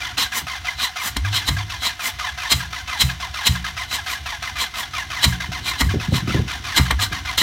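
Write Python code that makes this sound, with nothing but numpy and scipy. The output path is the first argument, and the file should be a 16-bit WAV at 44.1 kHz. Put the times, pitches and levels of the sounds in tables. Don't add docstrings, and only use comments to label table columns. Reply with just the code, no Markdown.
import sys
import numpy as np
from scipy import signal
from scipy.fft import rfft, irfft, next_fast_len
from scipy.io import wavfile
from scipy.ndimage import map_coordinates

SR = 44100
rng = np.random.default_rng(int(sys.argv[2]) if len(sys.argv) > 2 else 0)


def unload_audio(sound):
    columns = np.transpose(np.atleast_2d(sound))
    steps = np.round(np.clip(columns, -1, 1) * 32767)
    wavfile.write(sys.argv[1], SR, steps.astype(np.int16))


N = 327222
T = np.arange(N) / SR


def amp(db):
    return 10 ** (np.asarray(db) / 20)


def unit(x):
    return x / np.sqrt(np.mean(x ** 2) + 1e-20)


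def wobble(rate_hz):
    return map_coordinates(rng.standard_normal(int(N * rate_hz / SR) + 4), [T * rate_hz])


def noise(rough_db=0, rate_hz=400):
    return unit(rng.standard_normal(N) * amp(rough_db * wobble(rate_hz)))


def phase_of(hz):
    return 2 * np.pi * np.cumsum(hz) / SR


def swell(peak_s, rise_s, fall_s, shape=1.53):
    return np.exp(-np.abs((T - peak_s) / np.where(T < peak_s, rise_s, fall_s)) ** shape)


def burst(start_s, attack_s, decay_s):
    t = np.maximum(T - start_s, 0)
    return (1 - np.exp(-t / attack_s)) * np.exp(-t / decay_s)


def colour(x, spectrum, resonances=()):
    size = 2 * next_fast_len(N // 2 + SR // 4)
    hz = np.fft.rfftfreq(size, 1 / SR)
    points_hz, points_db = np.transpose(spectrum)
    db = np.interp(np.log(hz + 1), np.log(points_hz + 1), points_db)
    for centre_hz, width_hz, hump_db in resonances:
        db += hump_db / (1 + (2 * (hz - centre_hz) / width_hz) ** 2)
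    cepstrum = irfft(np.log(unit(amp(db))), size)
    cepstrum[1:size // 2] *= 2
    cepstrum[size // 2 + 1:] = 0
    return irfft(rfft(x, size) * np.exp(rfft(cepstrum)), size)[:N]


def cavity(x, spacing_hz, feedback):
    size = next_fast_len(N + SR // 4)
    round_trip = np.exp(-2j * np.pi * np.fft.rfftfreq(size, 1 / SR) / spacing_hz)
    return irfft(rfft(x, size) * np.sqrt(1 - feedback ** 2) / (1 - feedback * round_trip), size)[:N]


def yard(x, wet_db=-13, t60_s=0.18):
    t = T[:SR // 4]
    tail = rng.standard_normal(len(t)) * amp(-60 * t / t60_s) * (t > .003)
    above_bass = signal.sosfilt(signal.butter(2, 400, "high", fs=SR, output="sos"), x)
    return x + amp(wet_db) * signal.fftconvolve(above_bass, tail / np.linalg.norm(tail))[:N]


# time in seconds, level in dB.
RUMBLE_LEVELS = [(0, -38), (.93, -47.5), (1.4, -35), (2.0, -45.5), (2.6, -41.5), (4.7, -42.5), (5.6, -33.5),
                 (7.4, -36.5)]
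# frequency in Hz, relative gain in dB.
BODY_SPECTRUM = [(25, -32), (45, 0), (65, -1.5), (100, -2.5), (160, -14.5), (300, -16), (600, -35.5),
                 (1200, -62)]


def rumble():
    level_db = np.interp(T, *np.transpose(RUMBLE_LEVELS))
    return amp(level_db) * colour(noise(), BODY_SPECTRUM, [(62.4, 42, 4.0)])


# start in seconds, level in dB, brightness in dB.
PUFFS = [(.415, -31, -13), (5.485, -27.5, -16), (5.813, -24.5, -13), (5.86, -23, -21), (5.934, -17.5, -1.5),
         (6.081, -16, -24), (6.119, -12.5, -9), (6.22, -17.5, -23), (6.273, -15, -10), (6.343, -16, -0.5),
         (6.385, -16.5, -12), (7.11, -23.5, -15)]
# frequency in Hz, relative gain in dB.
PUFF_SPECTRUM = [(30, -17), (70, 2), (130, 0.5), (200, -5), (330, -18), (700, -61)]
FLUTTER_SPECTRUM = [(80, -7.5), (180, 4), (330, 2), (600, -10.5), (1000, -25), (2500, -55)]


def sputter(puff_decay_s=0.033, wake_db=-26, wake_decay_s=0.1):
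    dull, bright = np.zeros(N), np.zeros(N)
    for s, _, _, boom_db in FIRINGS:
        dull += amp(boom_db + wake_db) * burst(s + BOOM_DELAY_S, 0.0063, wake_decay_s)
    for s, db, bright_db in PUFFS:
        puff = amp(db) * burst(s, 0.0023, puff_decay_s)
        dull += puff
        bright += puff * amp(bright_db)
    eddies = colour(dull * noise(rough_db=3), PUFF_SPECTRUM)
    flutter = colour(bright * noise(rough_db=3), FLUTTER_SPECTRUM)
    return eddies + flutter


# start in seconds, relative level in dB, life in seconds.
FLAMES = [(1.171, -20.5, 0.13), (1.482, -24, 0.13), (5.821, -17.5, 0.079), (6.917, -16.5, 0.037)]
# time since lighting in seconds, pitch in Hz.
FLAME_PITCH = [(0, 59.6), (.04, 57.7), (.085, 99), (.13, 103), (.25, 100.8)]


def hoots(gain_db=3.5, third_harmonic_db=-27, fade_s=0.056):
    out = np.zeros(N)
    for s, db, life_s in FLAMES:
        t = np.clip(T - s, 0, 1)
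        phase = phase_of(np.interp(t, *np.transpose(FLAME_PITCH)) * (t > 0))
        flame = (1 - np.exp(-t / 0.0011)) / np.sqrt(1 + np.exp(2 * (t - life_s) / fade_s))
        out += amp(db + gain_db) * flame * (np.sin(phase) + amp(third_harmonic_db) * np.sin(3 * phase))
    return out


def pressure_pulses(boom_attack_s=0.0037, push_db=-19, push_lag_s=0.01396, push_attack_s=0.025):
    pulses = [(s + BOOM_DELAY_S, db, boom_attack_s) for s, _, _, db in FIRINGS]
    whistles_s = [s for s, *_, whistle_db in VALVE_LEAKS if whistle_db > 0]
    for s, _, load_s in compressions():
        whistled_away = any(s < leak_s < s + load_s for leak_s in whistles_s)
        if not whistled_away:
            pulses.append((s + load_s + push_lag_s, push_db, push_attack_s))
    return pulses


# resting frequency in Hz, relative level in dB, T60 in seconds.
STACK_MODES = [(64.56, -10, 0.55), (75.8, 0, 0.16), (123.3, -3, 0.26), (169.3, -13.5, 0.62)]


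def stack(soft_hz=45, hot_sharpening=0.09, cooling_s=0.032):
    out, t = np.zeros(N + SR), T[:SR // 2]
    lowest_hz = STACK_MODES[0][0]
    warped_s = np.cumsum(1 + hot_sharpening * np.exp(-t / cooling_s)) / SR
    for s, db, attack_s in pressure_pulses():
        onset = amp(db) * (1 - np.exp(-t / attack_s))
        for hz, mode_db, t60_s in STACK_MODES:
            scatter = rng.standard_normal()
            reach = 1 / np.hypot(1, attack_s * (hz - lowest_hz) * hz / soft_hz)
            decay = amp(mode_db + 0.82 * scatter - 60 * t / t60_s)
            tone = np.sin(2 * np.pi * hz * (1 + 0.022 * scatter) * warped_s)
            out[round(s * SR):][:len(t)] -= onset * reach * decay * tone
    return out[:N]


# blast peak in seconds, then relative blast, bark and boom in dB.
FIRINGS = [(1.488, -20.5, -23, -13.5), (2.525, -13, -27, -13.5), (3.019, -14, -35, -9.5),
           (3.475, -15, -33, -7.5), (5.247, -13.5, -21.5, -6), (5.812, -20, -19, -20),
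           (6.779, -15, -14.5, -5.5), (7.42, -23.5, -16.5, -20)]
BOOM_DELAY_S = 0.01875
# peak in seconds, relative jet dB, jet fall in seconds, relative bark dB.
BACKFIRES = [(.181, -22.5, 0.032, -25.5), (1.169, -23, 0.0042, -20.5), (6.912, -19, 0.0027, -13),
             (7.38, -17.5, 0.028, -31.5)]


def barks(gain_db=5, lead_s=0.0067, firing_decay_s=0.019, backfire_decay_s=0.011):
    cracks = [(s, db, firing_decay_s) for s, _, db, _ in FIRINGS]
    cracks += [(s, db, backfire_decay_s) for s, _, _, db in BACKFIRES]
    force = sum(amp(db) * burst(s - lead_s, 0.25 * decay_s, decay_s) for s, db, decay_s in cracks)
    return amp(gain_db) * crackle(force)


# frequency in Hz, relative gain in dB.
BARK_SPECTRUM = [(100, -13), (280, 10.5), (430, -4), (800, -3), (1100, 0.5), (2100, 2.5), (3500, -25),
                 (9000, -32)]


def crackle(force):
    return colour(force * noise(rough_db=2.5), BARK_SPECTRUM)


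# peak in seconds, relative dB, rise in seconds, whistle in dB.
VALVE_LEAKS = [(.226, -24, 0.023, 1.5), (.378, -23, 0.036, -21), (.84, -25.5, 0.042, 4),
               (1.075, -25, 0.057, -28), (1.366, -23.5, 0.031, 4.5), (1.866, -24, .04, 4),
               (2.07, -23.5, .043, -29), (3.946, -25, .037, -1.5), (4.125, -31, 0.052, -9),
               (4.619, -25, .034, 2.5), (4.797, -29.5, .03, -17), (5.691, -27, .04, 3),
               (6.164, -28, 0.034, 2), (7.029, -19.5, 0.021, 0)]


def escapes(leak_fall_s=.026, backfire_rise_s=0.0041, backfire_whistle_db=4.5, blast_fall_s=0.0098):
    rows = [(s, db, rise_s, leak_fall_s, whistle_db) for s, db, rise_s, whistle_db in VALVE_LEAKS]
    rows += [(s, db, backfire_rise_s, fall_s, backfire_whistle_db) for s, db, fall_s, _ in BACKFIRES]
    for s, db, *_ in FIRINGS:
        rows += [(s - .012, db - 16, 0.019, blast_fall_s, 4),
                 (s, db, 0.014, blast_fall_s, 1),
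                 (s + 0.034, db - 17.5, 0.027, 0.058, -6)]
    return rows


# frequency in Hz, relative gain in dB.
HISS_SPECTRUM = [(80, -33), (200, -5.5), (450, -9.5), (900, -5), (2000, -1), (3400, -4), (5500, -6),
                 (8000, -4.5), (10500, -15.5), (12500, -11), (15800, -18)]
THROAT_SPECTRUM = [(1500, -54.5), (2700, -14), (3300, -8), (4100, -5), (4700, -17), (6000, -37.5),
                   (12000, -39)]
SPRAY_SPECTRUM = [(3000, -23), (7000, 3), (13500, 6)]
# centre in Hz, width in Hz, boost in dB.
PORT_MODES = [(1192, 14, 10), (8060, 150, -7), (9110, 140, 2), (11740, 170, 7.5)]
THROAT_MODES = [(3257, 82, 10.5), (3320, 105, -5), (3920, 910, 0), (5390, 180, 20.5)]


def jets(hiss_db=1, whistle_db=-1, spray_db=-4, edge_hz=4010, edge_db=-10, steepness=1.31):
    flow, tonal, thin = np.zeros((3, N))
    for s, db, rise_s, fall_s, tone_db in escapes():
        speed = swell(s, rise_s, fall_s)
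        rush = amp(db) * speed ** steepness
        flow += rush
        tonal += amp(db + tone_db) * speed
        thin += rush * max(1 - amp(tone_db), 0)
    hiss = colour(flow * noise(rough_db=1.8, rate_hz=800), HISS_SPECTRUM, PORT_MODES)
    whistle = colour(tonal * noise(rough_db=0.5, rate_hz=300), THROAT_SPECTRUM, THROAT_MODES)
    spray = colour(thin * noise(rough_db=2.2), SPRAY_SPECTRUM, PORT_MODES)
    flap = 1 + .04 * wobble(250)
    edge = tonal * unit(amp(2.7 * wobble(300)) * np.sin(phase_of(edge_hz * flap)))
    return amp(hiss_db) * hiss + amp(whistle_db) * whistle + amp(spray_db) * spray + amp(edge_db) * edge


REGRIPS_S = [.327, 3.647, 5.406, 7.126]


def squeaks(level_db=-22, overrun_s=0.0814, pitch_hz=1650, glide=0.037, clack_db=-5, clack_s=0.0093):
    notes, knocks = np.zeros(N), np.zeros(N)
    waver = 1 + 0.019 * wobble(300)
    slips_s = [s + overrun_s for s, *_ in [*FIRINGS, *BACKFIRES]]
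    for s in [*slips_s, *REGRIPS_S]:
        hz = pitch_hz * waver * (1 - glide * np.tanh((T - s) / 0.0053))
        notes += swell(s, 0.0033, 0.0075) * np.sin(phase_of(hz))
        knocks += burst(s - .003, 0.0023, clack_s)
    clacks = colour(knocks * noise(), GEAR_SPECTRUM, HOUSING_MODES)
    return amp(level_db) * (notes + amp(clack_db) * clacks)


STROKES_S = [.003, .17, .318, .467, .644, .785, .958, 1.247, 1.325, 1.565, 1.696, 1.82, 1.992, 2.186, 2.375,
             2.592, 2.725, 2.873, 3.088, 3.199, 3.339, 3.545, 3.641, 3.766, 3.91, 4.06, 4.258, 4.422, 4.555,
             4.738, 4.934, 5.1, 5.32, 5.4, 5.517, 5.655, 5.892, 5.998, 6.135, 6.272, 6.475, 6.64, 6.853,
             6.99, 7.117, 7.249]


def compressions(level_db=-27, load_share=.63, longest_s=.125, relief_db=-3.5, relief_s=.14):
    rows = []
    for s, stroke_s in zip(STROKES_S, np.diff(STROKES_S, append=N / SR)):
        relief = sum(np.exp((fired_s - s) / relief_s) for fired_s, *_ in FIRINGS if fired_s < s)
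        load_s = min(load_share * stroke_s, longest_s) * np.exp(-.5 * relief)
        rows.append((s, level_db + relief_db * relief, load_s))
    return rows


# elapsed share of the load time, tooth rate in Hz.
TOOTH_RATE_SAG = [(0, 1326), (.28, 1211), (.52, 1033), (.78, 872.3), (1.1, 776.2), (1.7, 742.5)]


def gear_load(attack_s=0.0023, release_s=0.014, clash=0.18, slowing_db=-3):
    load, tooth_hz = np.zeros(N), np.full(N, float(TOOTH_RATE_SAG[0][1]))
    for s, db, load_s in compressions():
        start = round(s * SR)
        t = T[:N - start][:SR // 2]
        span = slice(start, start + len(t))
        take_up = (1 - np.exp(-t / attack_s)) * (1 + clash * np.exp(-t / 0.024))
        level = amp(db + slowing_db * np.minimum(t / load_s, 1) ** 2)
        let_go = 1 / np.sqrt(1 + np.exp(np.minimum(2 * (t - load_s) / release_s, 60)))
        load[span] += level * take_up * let_go
        tooth_hz[span] = np.interp(t / load_s, *np.transpose(TOOTH_RATE_SAG))
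    return load, tooth_hz


# multiple of the tooth rate, relative level in dB.
GEAR_TONES = [(1, 5), (1.2, -1.5), (2, 5), (3, -5), (4, -0.5)]
# frequency in Hz, relative gain in dB.
GEAR_SPECTRUM = [(260, -57), (450, -19.5), (538, -15.5), (725, -7.5), (816, -11), (1010, -7), (1460, -2.5),
                 (2050, -5), (2690, -6.5), (3510, -3), (5170, -11), (5660, -7), (7620, -20), (13000, -25.5),
                 (15800, -27.5)]
# centre in Hz, width in Hz, boost in dB.
HOUSING_MODES = [(557, 150, -4.5), (729, 57, 8), (998, 65, 5.5), (1350, 86, -4.5), (1820, 380, 2),
                 (2060, 72, 8), (2470, 65, 0.5), (2980, 140, 4.5)]


def starter(whine_db=-3.1, grind_db=-2.5, slack_db=-40, bite=0.44, pinion_teeth=20, runout_db=2.3):
    load, tooth_hz = gear_load()
    shudder = 1 + .027 * wobble(280) + .032 * wobble(45)
    phase = phase_of(tooth_hz * shudder)
    whine = unit(sum(amp(db + 4.46 * wobble(90)) * np.sin(k * phase) for k, db in GEAR_TONES))
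    grind = unit(noise(rough_db=-1.5, rate_hz=330) * (1 + bite * np.cos(phase)))
    press = unit(amp(runout_db * np.sin(phase / pinion_teeth) + 1.5 * np.tanh(wobble(60))))
    mesh = amp(whine_db) * unit(colour(whine, GEAR_SPECTRUM, HOUSING_MODES))
    mesh += amp(grind_db) * colour(grind, GEAR_SPECTRUM, HOUSING_MODES)
    slack = amp(slack_db) * colour(noise(rough_db=-1.5, rate_hz=170), GEAR_SPECTRUM, HOUSING_MODES)
    return load * press * mesh + slack


def scene():
    gas = cavity(jets() + barks(), spacing_hz=1006, feedback=0.37)
    gas = cavity(gas, spacing_hz=235, feedback=.27)
    gears = cavity(starter(), spacing_hz=344, feedback=.18)
    return yard(gears + squeaks() + gas + stack() + hoots() + sputter() + rumble())[None]


def record(dry, low_cut_hz=44, top_hz=15850):
    size = next_fast_len(N + SR // 4)
    hz = np.fft.rfftfreq(size, 1 / SR)
    passband = hz ** 4 / (hz ** 4 + low_cut_hz ** 4) * (hz < top_hz)
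    return irfft(rfft(dry, size) * passband, size)[..., :N]


dry = scene()
out = record(dry)
unload_audio(out)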